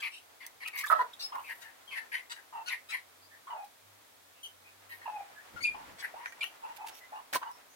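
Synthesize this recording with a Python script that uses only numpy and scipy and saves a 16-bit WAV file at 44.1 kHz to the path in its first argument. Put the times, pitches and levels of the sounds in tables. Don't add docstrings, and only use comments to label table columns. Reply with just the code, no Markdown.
import sys
import numpy as np
from scipy import signal
from scipy.fft import rfft, irfft
from scipy.io import wavfile
from scipy.ndimage import map_coordinates

SR = 44100
rng = np.random.default_rng(int(sys.argv[2]) if len(sys.argv) > 2 else 0)


def transcribe(signal):
    frames = np.atleast_2d(signal).T
    limited = np.clip(frames, -1, 1)
    pcm = np.round(limited * 32767).astype(np.int16)
    wavfile.write(sys.argv[1], SR, pcm)


N = 341775
TIME = np.arange(N) / SR
TOP_HZ, REF_DB = 15950, -43

# f/Hz, level/dB
HISS_SPECTRUM = [(18, -75), (30, -27), (92, -11), (164, -18.5), (284, -7.5), (359, -11.5), (389, -8.5),
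                 (709, -6), (1720, -9), (2300, -10), (2910, -13.5), (3320, -10.5), (5310, -15),
                 (15500, -16.5)]
# t/s, level/dB
RUSTLE_ENVELOPE = [(0, -70.5), (1.2, -60), (2, -62), (4.3, -74), (5.2, -57.5), (5.9, -55.5), (6.6, -57.5),
                   (7.75, -64)]
# t/s, level/dB
HUM_ENVELOPE = [(0, -93), (1.2, -81), (2.4, -93), (3.0, -83.5), (3.35, -77.5), (3.69, -99), (3.86, -72),
                (4.1, -85.5), (4.64, -75.5), (5.2, -79), (6.3, -89), (7.75, -91)]
# t/s, level/dB
RUMBLE_ENVELOPE = [(5.3, -110), (5.47, -78), (5.52, -64), (5.6, -59), (5.68, -62.5), (5.94, -63),
                   (6.03, -77), (6.15, -110)]
# t/s, length/s, f/Hz, level/dB, pan/dB
REEDS = [(0.0, 0.014, 1590, -44.5, 2), (1.606, 0.034, 960, -52.5, 7), (2.295, 0.041, 951, -42, 4.5),
         (2.658, 0.044, 1453, -40, 4.5), (2.887, 0.037, 1315, -42.5, 3), (5.982, 0.041, 1126, -47.5, 2.5)]
# f/Hz, level/dB
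REED_SPECTRUM = [(300, -33), (900, -14), (1450, 4), (2900, 2), (4200, 1), (5600, -7.5), (7500, -9.5),
                 (9400, -9), (11000, -20), (15500, -21)]
# t/s, length/s, resonance/Hz, crest/0-1, level/dB, bright band/dB re level
RASPS = [(0.014, 0.079, 2300, 0.29, -36.5, -15), (0.396, 0.088, 2002, 0.34, -51, -10.5),
         (0.6, 0.043, 2054, 1, -44, -14), (0.646, 0.047, 2550, 0.63, -40, -21),
         (0.727, 0.049, 2088, 0.7, -41, -18), (0.773, 0.073, 2213, 0.05, -39.5, -15),
         (1.19, 0.088, 2765, 0.2, -53, 1), (1.433, 0.066, 2380, 0.75, -50, -13.5),
         (1.483, 0.054, 1883, 0.65, -40.5, -23), (1.612, 0.1, 1817, 0.4, -53, -22),
         (1.906, 0.055, 2313, 0.49, -42.5, -16), (1.943, 0.064, 1840, 0.52, -38.5, -17),
         (2.116, 0.043, 1950, 0.93, -35, -21), (2.162, 0.051, 2107, 0.1, -44, -17),
         (2.359, 0.048, 1705, 0, -52.5, -27), (2.675, 0.037, 2560, 0.6, -41.5, -5.5),
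         (2.7, 0.052, 2081, 0.4, -35, -20), (2.916, 0.045, 2025, 0.67, -34, -20),
         (2.961, 0.038, 2017, 0, -46, -13), (4.89, 0.072, 1980, 0.5, -47.5, -13.5),
         (5.011, 0.073, 1777, 0, -54.5, -17), (6.017, 0.045, 1860, 0.75, -37, -24),
         (6.185, 0.076, 1950, 1, -52.5, -28), (6.261, 0.022, 1896, 0, -46.5, -24),
         (6.416, 0.028, 2813, 0.66, -34, -31)]
# t/s, length/s, f/Hz, roughness/0-1, level/dB, overtone offset/dB, pan/dB
WHISTLES = [(0.111, 0.082, 2767, 0.12, -50.5, -12, 1), (0.839, 0.016, 1735, 0.05, -33, -31, -5.5),
            (0.834, 0.011, 1240, 0.03, -40, -25, -1), (0.862, 0.015, 1188, 0.12, -41, -12, 0),
            (0.872, 0.023, 3670, 0.1, -46, -13, -3), (0.899, 0.027, 1296, 0.01, -22, -36, -12),
            (0.927, 0.017, 1122, 0.06, -26.5, -32, 1), (0.991, 0.027, 990.5, 0, -25.5, -35, -1),
            (0.992, 0.011, 1410, 0, -33, -36, -1), (1.132, 0.011, 3750, 0.07, -47, -14, -1),
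            (1.192, 0.049, 4210, 0.13, -43, -12.5, 3), (1.223, 0.048, 5243, 0.02, -39.5, -15, 4.5),
            (1.348, 0.015, 1044, 0.08, -36.5, -36, -4), (1.872, 0.075, 3110, 0.03, -53, -23, 8.5),
            (2.135, 0.025, 2036, 0.08, -37.5, -36, 5), (2.14, 0.052, 3034, 0.02, -50, -16, -1),
            (4.429, 0.05, 3086, 0.04, -45, -12.5, 3), (5.56, 0.038, 1406, 0.04, -46, -24, 9.5),
            (5.604, 0.041, 2210, 0.05, -45.5, -7.5, 5), (5.625, 0.023, 4690, 0.05, -38, -18, 5),
            (5.636, 0.035, 2409, 0.02, -28.5, -22.5, 0), (5.649, 0.015, 2660, 0.02, -32, -37, -1),
            (5.667, 0.025, 2409, 0.02, -30.5, -26, 6), (6.407, 0.014, 2404, 0.05, -32, -25.5, 2),
            (6.444, 0.04, 3110, 0.08, -51, -11, 2), (7.428, 0.0061, 1640, 0.1, -41, -19, -2)]
# t/s, level/dB
TICKS = [(0.465, -46.5), (0.757, -63), (0.787, -45.5), (0.841, -52), (0.865, -58), (1.355, -63), (1.5, -63),
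         (7.3366, -46), (7.348, -45), (7.355, -38.5), (7.363, -45), (7.514, -62)]
# f/Hz, level/dB
TICK_MODES = [(5300, -12), (6200, -1), (8300, -4.5), (9400, 0.5), (10100, -12), (13400, -7), (14500, 1),
              (15300, -4)]
# t/s, length/s, level/dB, pan/dB, low edge/Hz
SPATTERS = [(0.674, 0.014, -44, -4, 2500), (0.754, 0.013, -47, -4, 11000), (0.772, 0.031, -41.5, -2, 3800),
            (0.803, 0.024, -46.5, -2, 3500), (0.854, 0.021, -45.5, 0, 6040), (0.88, 0.05, -48, -4, 7000),
            (1.327, 0.34, -62, 1.5, 7000), (3.642, 0.012, -59, 3, 3070), (4.883, 0.11, -62.5, -3, 8700),
            (6.761, 0.0153, -51, -7, 2200), (6.863, 0.04, -48, -4.5, 2180), (6.936, 0.065, -56.5, -4, 2440),
            (7.326, 0.043, -45, 0, 2980)]
# t/s, level/dB, T60/s, pan/dB, crack/dB re ring
CLICKS = [(0.683, -48.5, 0.07, 4, -13), (6.259, -38, 0.017, 0, -40), (6.323, -49.5, 0.04, -2, -11),
          (6.44, -44, 0.041, 2, -1), (7.334, -38, 0.015, 6, -3), (7.343, -37, 0.029, -3, -6),
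          (7.3477, -41, 0.038, 11, -6)]
# f/Hz, level/dB
PART_MODES = [(1150, -26.5), (1620, 14), (1880, 18), (2280, 14.5), (2660, -2), (3080, -9), (3850, -22),
              (4900, -28.5)]
# t/s, length/s, f/Hz, crest/0-1, level/dB
SQUAWKS = [(0.898, 0.0447, 648.4, 0.65, -29.5), (0.942, 0.053, 637, 0.3, -36),
           (0.983, 0.0466, 482.6, 0.66, -34.5)]
# f/Hz, level/dB
SQUAWK_SPECTRUM = [(200, -41), (430, -12), (680, -1.5), (1100, 5), (1450, -10), (1650, -1), (1950, -3),
                   (2150, -28), (3900, -23.5), (6000, -37)]
# t/s, length/s, f/Hz, glide/ratio, roughness/0-1, crest/0-1, level/dB
LOW_SQUEAKS = [(1.318, 0.1, 949, -0.13, 0.19, 0, -41.5), (2.523, 0.11, 910, -0.055, 0.14, 0.3, -42),
               (3.468, 0.03, 1040, -0.029, 0.16, 0.4, -45), (3.497, 0.081, 931, -0.17, 0.14, 0.17, -40.5),
               (3.567, 0.074, 823, 0.016, 0.07, 0.2, -44.5), (5.055, 0.054, 884, -0.024, 0.08, 0.22, -38),
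               (5.11, 0.119, 832, -0.084, 0.05, 0.77, -41.5), (5.736, 0.1, 931, -0.047, 0.13, 0, -47),
               (6.138, 0.012, 784, -0.022, 0.17, 0.4, -43.5), (6.153, 0.088, 926, 0.045, 0.09, 0.1, -47.5),
               (6.62, 0.112, 909, 0.08, 0.11, 0.22, -43.5), (6.781, 0.077, 851, 0.012, 0.06, 1, -43),
               (7.118, 0.092, 904, 0.21, 0.12, 0.13, -44), (7.415, 0.025, 966, -0.0079, 0.14, 0.2, -38.5),
               (7.448, 0.07, 968, -0.035, 0.1, 0, -43)]
# t/s, f/Hz, level/dB
PEEPS = [(3.205, 4700, -66), (3.299, 1835, -58.5), (4.341, 2770, -67), (4.634, 2470, -61),
         (5.345, 1704, -53.5), (6.241, 6110, -63), (6.909, 5580, -62), (6.991, 1966, -57),
         (7.5, 5450, -66.5), (7.68, 6280, -68)]
# t/s, length/s, level/dB, pan/dB
GUSHES = [(7.326, 0.049, -34.5, -2.5)]
# f/Hz, level/dB
GUSH_SPECTRUM = [(60, -40), (170, -9.5), (400, -12), (900, 5), (1600, -6), (2600, -8), (5200, -10),
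                 (7000, -17), (15000, -20)]
# t/s, level/dB
KNOCKS = [(7.3563, -29), (7.365, -43)]
# f/Hz, level/dB
TUB_MODES = [(700, -9), (1021, 3), (1540, -6)]


def undb(db):
    return 10 ** (np.asarray(db) / 20)


def unit(x):
    return x / np.sqrt(np.mean(x ** 2, axis=-1, keepdims=True) + 1e-24)


def envelope(rows):
    return undb(np.interp(TIME, *np.transpose(rows)))


def colour(x, spectrum):
    hz, db = np.transpose(spectrum)
    bins_hz = np.fft.rfftfreq(x.shape[-1], 1 / SR)
    gain = undb(np.interp(np.log(bins_hz + 1), np.log(hz), db))
    return unit(irfft(rfft(x) * gain, x.shape[-1]))


def resonance(x, hz, width_hz):
    b, a = signal.iirpeak(hz, hz / width_hz, fs=SR)
    return unit(signal.lfilter(b, a, signal.lfilter(b, a, x)))


def passband(x, lo_hz, hi_hz):
    return unit(signal.sosfilt(signal.butter(3, [lo_hz, hi_hz], "band", fs=SR, output="sos"), x))


def wander(n, rate_hz):
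    steps = np.arange(n) / SR * rate_hz
    return map_coordinates(rng.standard_normal(int(steps[-1]) + 3), [steps + 1], order=3, mode="nearest")


def ramp(n, glide):
    return 1 + glide * np.linspace(-.5, .5, n)


def phase_rad(pitch_hz):
    return 2 * np.pi * np.cumsum(pitch_hz) / SR


def swell(n, crest, edge_db, fade=0.15):
    db = np.interp(np.linspace(0, 1, n), [0, np.clip(crest, .05, .95), 1], [edge_db, 0, edge_db])
    return undb(db) * signal.windows.tukey(n, fade)


def room(direct_db, tail_db=-7.5, early_t60_s=0.058, tail_t60_s=0.16):
    t = TIME[:SR // 3]
    early = rng.standard_normal((2, len(t))) * undb(-60 * t / early_t60_s)
    tail = colour(rng.standard_normal((2, len(t))), [(200, 3.5), (2500, -2), (12000, 0)])
    tail = tail * undb(-60 * t / tail_t60_s) * (1 - np.exp(-t / 0.036))
    response = (unit(early) + undb(tail_db) * unit(tail)) / np.sqrt(len(t))
    arrivals = rng.integers(0, SR // 1200, 2)
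    response[[0, 1], arrivals] += undb(direct_db)
    return response


def add(out, start_s, sound, db, pan_db, response):
    wet = signal.fftconvolve(sound[None], response, axes=1)
    gain = undb(db + np.array([[pan_db], [-pan_db]]) / 2)
    wet = unit(wet) * np.sqrt(len(sound) / wet.shape[1]) * gain
    i = int(start_s * SR)
    out[:, i:i + wet.shape[1]] += wet[:, :N - i]


def stereo_noise(side_db):
    mid, side = rng.standard_normal((2, N))
    return mid + undb(side_db) * side * np.array([[1], [-1]])


def background(hiss_db=-59.5, hum_hz=97):
    hiss = undb(hiss_db) * colour(stereo_noise(-0.023), HISS_SPECTRUM)
    rustle = colour(stereo_noise(-0.14),
                    [(100, -22.5), (300, -12), (800, -2), (2000, -7), (4000, -16), (14000, -28.5)])
    rustle *= envelope(RUSTLE_ENVELOPE) * undb(2 * wander(N, 22))
    hum = np.sin(phase_rad(hum_hz + 2.3 * wander(N, 5.9)))
    hum = unit(hum * undb(2.4 * wander(N, 9))) * envelope(HUM_ENVELOPE)
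    rumble = colour(stereo_noise(-2.5),
                    [(20, -40), (60, 0.5), (140, -5.5), (280, -3), (600, -13), (2000, -52)])
    rumble *= envelope(RUMBLE_ENVELOPE) * undb(3.4 * wander(N, 40))
    return hiss + rustle + hum + rumble


def buzz(n, hz, spectrum, glide, jitter, noise_db):
    phase = phase_rad(hz * (ramp(n, glide) + jitter * wander(n, 403)))
    stack = sum(np.cos(k * phase) * np.exp(0.29 * wander(n, 132))
                for k in range(1, int(TOP_HZ / hz) + 1))
    return colour(unit(stack) + undb(noise_db) * rng.standard_normal(n), spectrum)


def reeds():
    out = np.zeros((2, N))
    for start_s, length_s, hz, db, pan_db in REEDS:
        n = int(length_s * SR)
        tone = buzz(n, hz, REED_SPECTRUM, glide=0.018, jitter=0.018, noise_db=-2.5)
        add(out, start_s, tone * swell(n, crest=0.63, edge_db=-11), db, pan_db, room(direct_db=-1))
    return out


def partial(n, hz, spread_hz=120):
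    phase = phase_rad(hz + spread_hz * wander(n, 400)) + 2 * np.pi * rng.random()
    return np.sin(phase) * np.exp(.5 * wander(n, 82))


def rasps(jitter=0.1175, noise_gain=0.488, glide=-0.07, air_db=-18, pan_db=3.5):
    out = np.zeros((2, N))
    for start_s, length_s, hz, crest, db, bright_db in RASPS:
        n = int(length_s * SR)
        phase = phase_rad(hz / 2 * (1 + jitter * wander(n, 700)))
        pulses = sum(np.cos(k * phase) for k in range(1, int(2 * TOP_HZ / hz)))
        drive = (unit(pulses) + noise_gain * rng.standard_normal(n)) * np.exp(0.2 * wander(n, 184))
        shape = swell(n, crest, edge_db=-10, fade=0.2)
        response = room(direct_db=-2)
        body_db = -14 - 0.24 * (db - REF_DB)
        layers = [(resonance(drive, hz, width_hz=680), 0),
                  (resonance(drive, 1026, width_hz=480), body_db)]
        for lo_hz, hi_hz, count, band_db in [(2900, 4700, 2, bright_db), (9320, 12660, 4, air_db)]:
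            places = (np.arange(count) + rng.random(count)) / count
            partials = unit(sum(partial(n, lo_hz + p * (hi_hz - lo_hz)) for p in places))
            layers.append((partials + undb(-2) * passband(drive, lo_hz, hi_hz), band_db))
        read_at = np.cumsum(ramp(n, glide)) - 1
        for layer, layer_db in layers:
            sinking = map_coordinates(layer, [read_at], order=3, mode="mirror")
            add(out, start_s, sinking * shape, db + layer_db, pan_db, response)
    return out


def squeak(out, start_s, length_s, hz, db, rough, harmonics_db, *, pan_db, glide, crest, fade,
           flutter, flutter_hz, jitter_per_rough, skirt_gain, skirt_hz, skirt_width_hz, direct_db):
    n = int(length_s * SR)
    pitch_hz = hz * ramp(n, glide)
    smooth_phase = phase_rad(pitch_hz)
    phase = phase_rad(pitch_hz * (1 + jitter_per_rough * rough * wander(n, 515.3)))
    shape = swell(n, crest, edge_db=-6, fade=fade) * np.exp(flutter * wander(n, flutter_hz))
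    skirt = rough * skirt_gain * resonance(rng.standard_normal(n), skirt_hz, skirt_width_hz)
    response = room(direct_db)
    add(out, start_s, shape * (unit(np.sin(phase)) + skirt), db, pan_db, response)
    for k, harmonic_db in enumerate(harmonics_db, 2):
        if k * hz < TOP_HZ:
            overtone = np.sin(k * (smooth_phase + 0.45 * (phase - smooth_phase)))
            overtone *= np.exp(0.52 * wander(n, 91))
            add(out, start_s, shape * overtone, db + harmonic_db, pan_db, response)
    return out


def whistles():
    out = np.zeros((2, N))
    for start_s, length_s, hz, rough, db, overtones_db, pan_db in WHISTLES:
        harmonics_db = overtones_db + np.array([-1, -1, -3.5])
        squeak(out, start_s, length_s, hz, db, rough, harmonics_db, pan_db=pan_db,
               glide=-0.015, crest=0.39, fade=0.15, flutter=0.11, flutter_hz=200, jitter_per_rough=0.77,
               skirt_gain=undb(7.5), skirt_hz=1.39 * hz, skirt_width_hz=1200, direct_db=0)
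    return out


def struck(modes, t60_s, detune=0.017):
    t = TIME[:SR // 50]
    shifts = 1 + detune * rng.standard_normal(len(modes))
    ring = sum(undb(db) * np.sin(2 * np.pi * hz * shift * t) for (hz, db), shift in zip(modes, shifts))
    return unit(ring * undb(-60 * t / t60_s))


def ticks(pan_db=-2):
    out = np.zeros((2, N))
    for start_s, db in TICKS:
        tick = passband(struck(TICK_MODES, t60_s=0.0064), 2900, TOP_HZ)
        add(out, start_s, tick, db, pan_db, room(direct_db=3, tail_db=-15))
    return out


def drops(n, rate_hz, spread_db):
    sizes = undb(spread_db * np.minimum(rng.exponential(size=n), 4))
    return (rng.random(n) < rate_hz / SR) * sizes * rng.standard_normal(n)


def spatters():
    out = np.zeros((2, N))
    for start_s, length_s, db, pan_db, low_hz in SPATTERS:
        n = int(length_s * SR)
        tilt_db = 1.25 - 0.07 * (db - REF_DB)
        spectrum = [(2500, 11 - tilt_db), (7000, -tilt_db), (14000, tilt_db), (TOP_HZ, tilt_db),
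                    (18000, -40)]
        spray = colour(drops(n, rate_hz=2400, spread_db=1.9), spectrum)
        spray = passband(spray, low_hz, TOP_HZ) * swell(n, crest=0.94, edge_db=-2)
        add(out, start_s, spray, db, pan_db, room(direct_db=4, tail_db=-16))
    return out


def clicks(crack_decay_s=0.0025):
    out, t = np.zeros((2, N)), TIME[:SR // 50]
    highpass = signal.butter(2, 900, "high", fs=SR, output="sos")
    for start_s, db, t60_s, pan_db, crack_db in CLICKS:
        crack = rng.standard_normal(len(t)) * np.exp(-t / crack_decay_s)
        click = signal.sosfilt(highpass, struck(PART_MODES, t60_s) + undb(crack_db) * unit(crack))
        add(out, start_s, click, db, pan_db, room(direct_db=2, tail_db=-13))
    return out


def squawks(pan_db=-0.5):
    out = np.zeros((2, N))
    for start_s, length_s, hz, crest, db in SQUAWKS:
        n = int(length_s * SR)
        tone = buzz(n, hz, SQUAWK_SPECTRUM, glide=-0.04, jitter=0.0765, noise_db=-1)
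        add(out, start_s, tone * swell(n, crest, edge_db=-7), db, pan_db, room(direct_db=0))
    return out


def low_squeaks(resonance_hz=2560, width_hz=460):
    out = np.zeros((2, N))
    for start_s, length_s, hz, glide, rough, crest, db in LOW_SQUEAKS:
        third_db = -15.5 - 10 * np.log10(1 + (2 * (3 * hz - resonance_hz) / width_hz) ** 2)
        squeak(out, start_s, length_s, hz, db, rough, harmonics_db=(-25, third_db), pan_db=0,
               glide=glide, crest=crest, fade=0.12, flutter=0.3, flutter_hz=170, jitter_per_rough=0.69,
               skirt_gain=undb(5.5), skirt_hz=1.26 * hz, skirt_width_hz=800, direct_db=-2)
    return out


def peeps(length_s=0.0763, glide=0.068, jitter=0.043):
    out, n = np.zeros((2, N)), int(length_s * SR)
    for start_s, hz, db in PEEPS:
        pitch_hz = hz * (ramp(n, glide) + jitter * wander(n, 494))
        tone = np.sin(phase_rad(pitch_hz)) * np.hanning(n) ** .5
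        add(out, start_s, tone, db, 0, room(direct_db=-18))
    return out


def gushes():
    out = np.zeros((2, N))
    for start_s, length_s, db, pan_db in GUSHES:
        n = int(length_s * SR)
        splash = colour(drops(n, rate_hz=5500, spread_db=3.2), GUSH_SPECTRUM)
        splash *= swell(n, crest=0.66, edge_db=-6)
        add(out, start_s, splash, db, pan_db, room(direct_db=4, tail_db=-16))
    return out


def knocks():
    out = np.zeros((2, N))
    for start_s, db in KNOCKS:
        knock = passband(struck(TUB_MODES, t60_s=0.055, detune=0.018), 490, 4000)
        knock *= signal.windows.tukey(len(knock), 0.15)
        add(out, start_s, knock, db, 0, room(direct_db=3, tail_db=-15))
    return out


def scene():
    squeaking = low_squeaks() + whistles() + rasps() + reeds() + squawks() + peeps()
    liquid = spatters() + gushes()
    impacts = clicks() + ticks() + knocks()
    return squeaking + liquid + impacts + background()


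def record(dry):
    return signal.sosfilt(signal.ellip(10, .2, 70, TOP_HZ, fs=SR, output="sos"), dry)


dry = scene()
out = record(dry)
transcribe(out)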